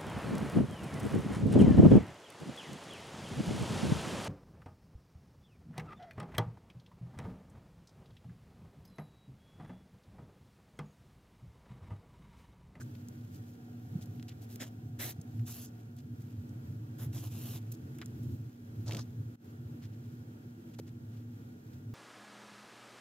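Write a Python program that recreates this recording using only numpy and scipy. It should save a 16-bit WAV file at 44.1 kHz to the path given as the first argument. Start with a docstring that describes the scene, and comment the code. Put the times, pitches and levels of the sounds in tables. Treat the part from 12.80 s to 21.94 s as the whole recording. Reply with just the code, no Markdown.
"""Hands sew a crocheted piece on a fleece blanket, close under a phone's stereo microphones in a quiet room.
Faint air, mains hum and a low wavering rumble lie underneath from the start. Needle and nails tick and
scuff, the hands bump the padding, and near 2 s and again after 4 s yarn hisses through the stitches.
A last short pull ends in a cluster of ticks just after 6 s. The level dips briefly, then only light
touches follow, with one more tick and bump at 8 s."""
import sys
import numpy as np
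from scipy import signal
from scipy.fft import rfft, irfft, next_fast_len
from scipy.io import wavfile
from scipy.ndimage import uniform_filter1d

SR = 44100
rng = np.random.default_rng(int(sys.argv[2]) if len(sys.argv) > 2 else 0)


def master_out(mix):
    """Clip the mix to full scale and print it as 16-bit PCM to the path in sys.argv[1]."""
    frames = np.transpose(np.atleast_2d(mix))
    ceiling = np.clip(frames, -1, 1)
    pcm = np.round(ceiling * 32767).astype(np.int16)
    wavfile.write(sys.argv[1], SR, pcm)


N = 403074
TIME = np.arange(N) / SR
BINS = np.fft.rfftfreq(N, 1 / SR)

# How alike the two microphones hear the room: frequency_hz, coherence, left_lead_rad
ROOM_LIKENESS = [(130, 1, 0), (300, .92, 0), (450, .35, .5), (620, .4, 2.6), (1200, .6, 3.1),
                 (2100, .69, 3.1), (3100, .1, 1.5), (4500, .45, 2.6), (7400, .55, 2.3), (9300, 1, 3.14),
                 (11000, .9, 4.2), (12900, .99, 6.28), (14300, .98, 6.28), (15500, .7, 7.5)]
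# The same for sounds right under the microphones: frequency_hz, coherence, left_lead_rad
NEAR_LIKENESS = [(300, 0.97, -0.5), (600, 0.75, 0), (1100, 0.38, 0.5), (2100, 0.53, 0), (3500, 0.96, 0.5),
                 (4300, 0.44, 1.65), (5270, 0.5, 2.1), (6400, .7, 1.6), (7500, .75, 2), (9210, 1, 3),
                 (11000, 0.9, 4.5), (12000, .88, 4.5), (13100, 0.95, 6.28), (14400, .99, 6),
                 (15600, 0.9, 8.5)]
# Swells of the low rumble as the hands work: time_s, level_db
RUMBLE_SWELLS = [(0.0, -49), (0.04, -41.5), (0.17, -50.5), (0.5, -49), (0.64, -44.5), (0.77, -57.5),
                 (0.93, -49), (1.1, -45.5), (1.3, -44), (1.75, -49.5), (2.05, -44), (2.44, -48),
                 (2.57, -44.5), (2.77, -44), (2.9, -49), (3.13, -50.5), (3.3, -45.5), (3.8, -45),
                 (4.06, -40.5), (4.15, -45.5), (4.42, -40), (4.65, -42.5), (4.9, -40), (4.98, -48.5),
                 (5.08, -41.5), (5.22, -47), (5.35, -45), (5.5, -39.5), (5.68, -43), (5.73, -57),
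                 (5.88, -47.5), (6.04, -39), (6.17, -39), (6.28, -50.5), (6.41, -38.5), (6.64, -54),
                 (6.82, -45.5), (7.4, -48.5), (7.95, -52), (8.24, -44), (8.88, -53.5), (9.14, -44)]


def undb(db):
    """Decibels to gain."""
    return 10 ** (np.asarray(db) / 20)


def on_bins(points):
    """Join (frequency_hz, value) points on a log-frequency axis."""
    hz, value = np.transpose(points)
    return np.interp(np.log(BINS + 1), np.log(hz), value)


def hill(centre_hz, q):
    """Gain of one broad resonance."""
    ratio = (BINS + 1) / centre_hz
    return 1 / np.sqrt(1 + (q * (ratio - 1 / ratio)) ** 2)


def walk(rate):
    """A random drift of unit spread that turns rate times a second."""
    knots = np.arange(0, TIME[-1] + 1, 1 / rate)
    return 1.22 * np.interp(TIME, knots, rng.standard_normal(len(knots)))


def add(out, start_s, sound):
    """Mix a short sound in at its time."""
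    i = max(int(start_s * SR), 0)
    out[:, i:i + sound.shape[-1]] += sound[..., :N - i]


def mic_pair(hz, likeness):
    """Coherence of the two microphones and the phase by which the left one leads."""
    at_hz, alike, lead = np.transpose(likeness)
    return np.clip(np.interp(hz, at_hz, alike), 0, .998), np.interp(hz, at_hz, lead)


def at_mics(source, gain, likeness=NEAR_LIKENESS):
    """Colour two unrelated signals and lay them out as the shared and unshared part at the microphones."""
    length = next_fast_len(source.shape[1])
    hz = np.fft.rfftfreq(length, 1 / SR)
    alike, lead = mic_pair(hz, likeness)
    coloured = rfft(source, length) * np.interp(hz, BINS, gain)
    shared, apart = coloured * np.sqrt([1 + alike, 1 - alike])
    turn = np.exp(.5j * lead)
    return irfft([(shared + apart) * turn, (shared - apart) / turn], length)[:, :source.shape[1]]


def noise(gain, lo_hz=0, hi_hz=SR, likeness=NEAR_LIKENESS):
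    """Stereo noise of a given colour; its mid signal has rms 1 between the two edges."""
    alike, lead = mic_pair(BINS, likeness)
    mid_power = gain ** 2 * (1 + alike * np.cos(lead))
    band_rms = np.sqrt(np.mean(mid_power * (BINS >= lo_hz) * (BINS <= hi_hz)))
    return at_mics(rng.standard_normal((2, N)), gain, likeness) / band_rms


def burst(size, hz, q):
    """A short close noise in one broad resonance; its mid signal has rms 1."""
    sound = at_mics(rng.standard_normal((2, size)), hill(hz, q) ** 2)
    return sound / sound.mean(axis=0).std()


def room_air():
    """Soft air all round, rippled by the room's many resonances, swells a little with the rumble."""
    # Colour of the air: frequency_hz, relative_db
    colour = [(30, -105), (60, -92), (100, -77), (190, -75.5), (320, -79), (380, -88), (520, -89.5),
              (720, -91.5), (1050, -99.5), (1600, -97.5), (2100, -105), (4000, -110), (9500, -111.5),
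              (13000, -114.5), (15500, -115)]
    knots_hz = np.arange(0, SR / 2, 30)
    ripple_db = 2.15 * np.interp(BINS, knots_hz, rng.standard_normal(len(knots_hz)))
    air = noise(undb(on_bins(colour) + ripple_db), 180, 8000, ROOM_LIKENESS)
    rumble_db = np.interp(TIME, *np.transpose(RUMBLE_SWELLS))
    swell_db = 0.068 * (rumble_db - rumble_db.mean())
    return air * undb(-56 + swell_db + 1.1 * walk(8.5))


def hum():
    """An appliance hums in the room, each tone wavering in level and phase."""
    # Mains hum and faint fan tones: pitch_hz, rms_db
    tones = [(240, -54.5), (472, -80.5), (1418, -87), (1631, -91)]
    out = 0
    for hz, db in tones:
        amplitude = np.sqrt(2) * undb(db + 1.4 * np.minimum(walk(5.2), 1))
        out += amplitude * np.sin(2 * np.pi * hz * TIME + hz / 2500 * walk(12))
    return out


def drones():
    """Unsteady far tones swell, drift in pitch and fade."""
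    # Faint distant tones: start_s, end_s, first_hz, last_hz, relative_db
    tones = [(0.401, 3.4, 740, 715, -74), (3.2, 5.6, 282, 336.7, -60.5), (6.4, 8.6, 340.2, 327.7, -64)]
    out = 0
    for start_s, end_s, first_hz, last_hz, db in tones:
        progress = np.clip((TIME - start_s) / (end_s - start_s), 0, 1)
        arch = np.sqrt(4 * progress * (1 - progress))
        flutter = walk(first_hz / 6)
        hz = (first_hz + (last_hz - first_hz) * progress) * (1 + 0.00802 * walk(20))
        out += undb(db + 4.5) * arch * flutter * np.sin(2 * np.pi * np.cumsum(hz) / SR)
    return out


def rumble():
    """A low resonance, shaken at random, wavers and swells."""
    # Colour of the rumble: frequency_hz, relative_db
    colour = [(30, -62), (50, -53), (65, -40), (85, -14.5), (100, -4), (113, 3.5), (127, -4.5), (145, -8.5),
              (175, -22), (215, -20), (240, -15), (265, -23), (310, -22), (450, -41), (1000, -60.5)]
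    shake = noise(undb(on_bins(colour)), likeness=ROOM_LIKENESS)
    running_rms = np.sqrt(uniform_filter1d(shake[0] ** 2, size=4000))
    swell_db = np.interp(TIME, *np.transpose(RUMBLE_SWELLS))
    waver_db = 2.2 * np.minimum(walk(12), 1)
    return shake / running_rms * undb(0.3 + swell_db + waver_db)


def catches(rate, spread_db):
    """Fibres catch and slip: an uneven gain of mean power 1."""
    gain = undb(spread_db * np.clip(walk(rate), -2, 2))
    return gain / np.sqrt(np.mean(gain ** 2))


def rustle():
    """Fingers never rest on the wool: a faint grainy friction that comes and goes."""
    touch = undb(5 * np.minimum(walk(9), 1.3)) * catches(rate=300, spread_db=4)
    return undb(-81.5) * touch * noise(hill(3100, q=0.22))


def crackle():
    """Single fibres let go under the fingers: tiny clicks in loose clusters, most barely there."""
    clicks_per_s = 40 * undb(6 * np.minimum(walk(3.7), 1.5))
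    lets_go = rng.random(N) < clicks_per_s / SR
    strength = undb(-56 + 3 * np.minimum(rng.exponential(size=N), 2))
    return at_mics(lets_go * strength * rng.uniform(-1.3, 1.3, (2, N)), hill(5500, q=0.5) ** 2)


def bumps():
    """A hand presses into the padding: a few low cycles, the same at both microphones."""
    # Soft bumps of the hands: crest_s, level_db, pitch_hz, half_length_s
    presses = [(1.16, -24, 160, 0.0038), (2.392, -30.5, 132.6, 0.0043), (2.607, -31, 113, 0.027),
               (3.601, -39.5, 95, 0.021), (4.272, -28.5, 120, 0.0067), (6.156, -36, 202, 0.0036),
               (7.999, -33.5, 377, 0.0011)]
    out = np.zeros((2, N))
    for crest_s, db, hz, half_s in presses:
        t = np.arange(-3 * half_s, 3 * half_s, 1 / SR)
        swell = np.exp(-(t / half_s) ** 2 / 2)
        add(out, crest_s + t[0], undb(db) * swell * np.cos(2 * np.pi * (hz * t + rng.random())))
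    return out


def brushes():
    """Skin and yarn graze the stitches: short grainy swells."""
    # Light brushes of fingers and yarn: start_s, length_s, level_db, centre_hz, q
    grazes = [(0.0, 0.028, -55, 1550, 3.4), (0.0, 0.04, -60.5, 6900, 1.1), (0.51, 0.091, -67.5, 6040, .44),
              (0.648, 0.12, -73, 7000, 0.39), (1.209, 0.038, -59.5, 5690, 0.47),
              (1.48, 0.024, -57.5, 3980, .6), (1.494, 0.042, -62.5, 2180, .6),
              (1.607, 0.057, -64.5, 7900, 0.24), (1.685, 0.087, -61, 10750, 0.24),
              (2.667, 0.055, -60.5, 1100, 0.73), (2.652, 0.12, -58.5, 6800, 1.9),
              (2.807, 0.093, -62, 6400, 1.7), (3.173, 0.043, -67.5, 4500, 0.48),
              (3.393, 0.048, -69, 12000, 0.39), (4.342, 0.08, -61.5, 6280, 1.5),
              (4.62, 0.15, -58, 13200, 4), (4.707, 0.1, -64.5, 900, 0.5),
              (4.916, 0.014, -51.5, 11000, 0.52), (4.93, 0.031, -63, 7000, .7),
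              (5.183, 0.016, -58, 1800, 1), (5.212, 0.027, -54, 1500, 1.2), (5.213, 0.015, -61, 4000, 1.5),
              (5.423, 0.035, -67, 11960, .44), (6.061, 0.045, -53.5, 5200, 1.3),
              (6.099, 0.11, -48, 350, 1.2), (6.171, 0.066, -55.5, 5160, 1.5),
              (6.172, 0.045, -56, 1100, 1.3), (7.013, 0.065, -63.5, 2430, 0.37),
              (7.121, 0.038, -70.5, 2480, .44), (7.932, 0.025, -65, 3480, .44),
              (7.984, 0.021, -53.5, 4000, 0.37), (8.065, 0.036, -65.5, 2500, 0.32),
              (8.305, 0.15, -75, 3000, .44), (8.929, 0.021, -67, 3500, .44)]
    out = np.zeros((2, N))
    for start_s, length_s, db, hz, q in grazes:
        size = int(length_s * SR)
        swell = np.sin(np.pi * np.linspace(0, 1, size) ** 0.85).clip(0)
        add(out, start_s, undb(db) * swell * burst(size, hz, q))
    return out * catches(rate=690, spread_db=3)


def ticks():
    """A needle or nail slips off a strand: one snap that the wool damps at once, then a brief scrape."""
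    # Ticks of needle, nails and snagging fibres: time_s, level_db, centre_hz, q, scrape_relative_db
    contacts = [(0.152, -47, 2390, .5, -16), (0.2858, -38, 7500, 1.2, -24.5), (1.259, -45, 9000, 0.42, -26),
                (1.3975, -43.5, 2740, 0.91, -21), (1.4277, -38, 3100, .45, -26),
                (1.759, -32.5, 9000, 0.26, -27), (1.821, -33, 3200, .3, -16),
                (2.413, -51.5, 7400, 1.5, -4.5), (2.594, -51, 1980, .4, -11),
                (3.1653, -52.5, 10970, .4, -11), (3.6921, -57, 6990, 1.3, -11), (4.331, -44, 3500, .4, -19),
                (4.9217, -38, 11000, 0.52, -14.5), (5.1865, -38.5, 9000, 1.2, -31),
                (5.2162, -30.5, 1600, 0.42, -23.5), (5.26, -33.5, 7360, 1.4, -30),
                (6.1105, -30, 2300, .6, -16), (6.1212, -32, 3400, .7, -13), (6.1325, -37, 5000, 1, -13),
                (6.1483, -28.5, 2800, .5, -18.5), (6.169, -29.5, 3800, .6, -17.5),
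                (7.991, -39, 680, 1.1, -12.5)]
    snap_decay_s, scrape_peak_s = .0004, .0018
    t = TIME[:2048] - TIME[256]
    age = np.maximum(t, 0)
    touch = age / scrape_peak_s * np.exp(1 - age / scrape_peak_s)
    out = np.zeros((2, N))
    for time_s, db, hz, q, scrape_db in contacts:
        tail = .25 * np.exp(-age / snap_decay_s) * (t > 0) * rng.standard_normal(len(t))
        snap = at_mics(np.array([t == 0, tail]), hill(hz, q) ** 2)
        scrape = undb(scrape_db) * touch * burst(len(t), hz, q)
        add(out, time_s + t[0], undb(db) * (1.32 * snap / np.abs(snap).max() + scrape))
    return out


def slips(per_s, decay_s):
    """Plies jerk through one after another: a sharp rise and quick fall at uneven gaps; unit spread."""
    gap, size = rng.uniform(.5, 1.5, (4096, 2)).T
    starts = np.cumsum(gap) / per_s
    latest = np.maximum(np.searchsorted(starts, TIME) - 1, 0)
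    jerk = size[latest] * np.exp(-np.abs(TIME - starts[latest]) / decay_s)
    jerk = uniform_filter1d(jerk, size=30)  # wool blunts each edge
    return (jerk - jerk.mean()) / jerk.std()


def snags(per_s):
    """Loose fibres tear free in dense tiny clicks; rms 1."""
    clicks = (rng.random(N) < per_s / SR) * rng.uniform(-0.87, 1, (2, N))
    grain = at_mics(clicks, hill(5600, q=0.44) ** 2)
    return grain / grain.std()


def hand_echo(sound):
    """The moving hand throws the sound back a moment later, so hollow bands drift through the hiss."""
    delay_s = .0006 * undb(1.5 * walk(6))
    return sound + undb(-12) * np.array([np.interp(TIME - delay_s, TIME, side) for side in sound])


def yarn_pulls():
    """Yarn slides through a tight stitch: plies rasp and sing, fibres hiss, the fabric drags in jerks."""
    # Strokes of yarn, each with a broad rising note: start_s, length_s, level_db, swell_db,
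    # drag_relative_db, hiss_relative_db, first_hz, last_hz
    strokes = [(1.792, 0.065, -46.5, -1, -7, -8, 2695, 3090), (1.843, 0.051, -58, 8, -2, -6, 2770, 2840),
               (2.187, 0.15, -47, -8.5, -8.5, 3, 3104, 3710),
               (2.655, 0.22, -57, -3, -11.5, 5.5, 3402, 7500), (4.18, 0.1, -60, -11, -1, 6, 1300, 2660),
               (4.321, 0.1, -55.5, 5, -7, 1, 2910, 3280), (4.406, 0.099, -58.5, -3, -2, 2.5, 3030, 4200),
               (4.495, .303, -56.5, 7, -7.5, 2, 2900, 3600), (6.053, 0.17, -61, -6, 5, -17, 4300, 5000)]
    # Colours of dragged fabric, rasping plies and hissing fibres: frequency_hz, relative_db
    drag_colour = [(120, -33), (250, 8), (430, -2.5), (650, 1.5), (1100, -7.5), (2000, -18), (5000, -31)]
    rasp_colour = [(700, -17), (1400, -13), (2050, -21), (2700, 2.5), (3400, -0.5), (4500, -3), (5600, 3),
                   (7000, 4), (8300, 2), (13000, -27)]
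    hiss_colour = [(4000, -5), (7500, -14), (9900, 9.5), (11200, 9), (12200, 6.5), (13500, 7), (14500, 3.5),
                   (15500, 0)]
    attack_s, release_s, slack_s = 0.029, 0.041, 0.021
    sing_hz, creak_from_db = 2844, -44
    drag = noise(undb(on_bins(drag_colour)), 450, 1200)
    rasp = noise(undb(on_bins(rasp_colour)), 1400, 8000)
    hiss = noise(undb(on_bins(hiss_colour)), 10500, 15500)
    creak = noise(hill(1870, q=1.7) ** 2)
    sing = noise(hill(sing_hz, q=1.2) ** 2)
    plies = slips(per_s=97, decay_s=0.004)
    fibres = catches(rate=2400, spread_db=1)
    rasp = undb(-6.5) * rasp + undb(-7.5) * snags(per_s=200)
    drag *= catches(rate=120, spread_db=2.5)
    hiss *= catches(rate=68, spread_db=1.8)
    out = np.zeros((2, N))
    for start_s, length_s, db, swell_db, drag_db, hiss_db, first_hz, last_hz in strokes:
        on = (TIME >= start_s) & (TIME <= start_s + length_s)
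        age = TIME[on] - start_s
        progress = age / length_s
        past_middle = progress - .5
        ramp = np.clip(np.minimum(age / attack_s, (length_s - age) / release_s), 0, 1)
        speed = np.sin(np.pi / 2 * ramp)  # the hand gathers speed, then slows
        level_db = db + swell_db * past_middle
        note_hz = first_hz * (last_hz / first_hz) ** (progress ** 2)
        travel_s = start_s + np.cumsum(note_hz / sing_hz) / SR
        note = np.array([np.interp(travel_s, TIME, side) for side in sing])
        taut = np.minimum(age / slack_s, 1)  # the fabric follows once the slack is gone
        # The yarn runs freer as it goes: less drag, more hiss. The hiss crests near mid-stroke.
        drag_gain = taut * undb(drag_db - past_middle)
        hiss_gain = undb(hiss_db - 4 + 1.5 * past_middle - 4 * (2 * past_middle) ** 2)
        creak_gain = undb(np.minimum(3 * (level_db - creak_from_db), -4.5))  # only hard pulls creak
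        sound = (rasp[:, on] + undb(-8.5) * note + drag_gain * drag[:, on]
                 + hiss_gain * hiss[:, on] + creak_gain * creak[:, on])
        grab_db = 1.65 * undb(drag_db) * plies[on]  # more drag, more stick and slip
        out[:, on] += speed * undb(level_db + grab_db) * sound
    return hand_echo(out * fibres)


def scene():
    """Handwork close under the microphones, the room behind it, all a touch to the right."""
    hands = yarn_pulls() + brushes() + ticks() + crackle() + rustle() + bumps()
    balance = undb([[-.25], [.25]])
    return (hands + rumble() + drones() + room_air() + hum()) * balance


def record(dry):
    """The level dips briefly once, and the highest treble is cut."""
    dip_s, depth_db, fall_s, recovery_s = 6.557, -17, 0.0023, 0.062
    top_hz = 15750
    age = np.maximum(TIME - dip_s, 0)
    dip_db = depth_db * np.minimum(age / fall_s, 1) * np.exp(-(age / recovery_s) ** 2)
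    low_pass = signal.ellip(10, .2, 70, top_hz, fs=SR, output="sos")
    return signal.sosfilt(low_pass, dry * undb(dip_db))


dry = scene()
out = record(dry)
master_out(out)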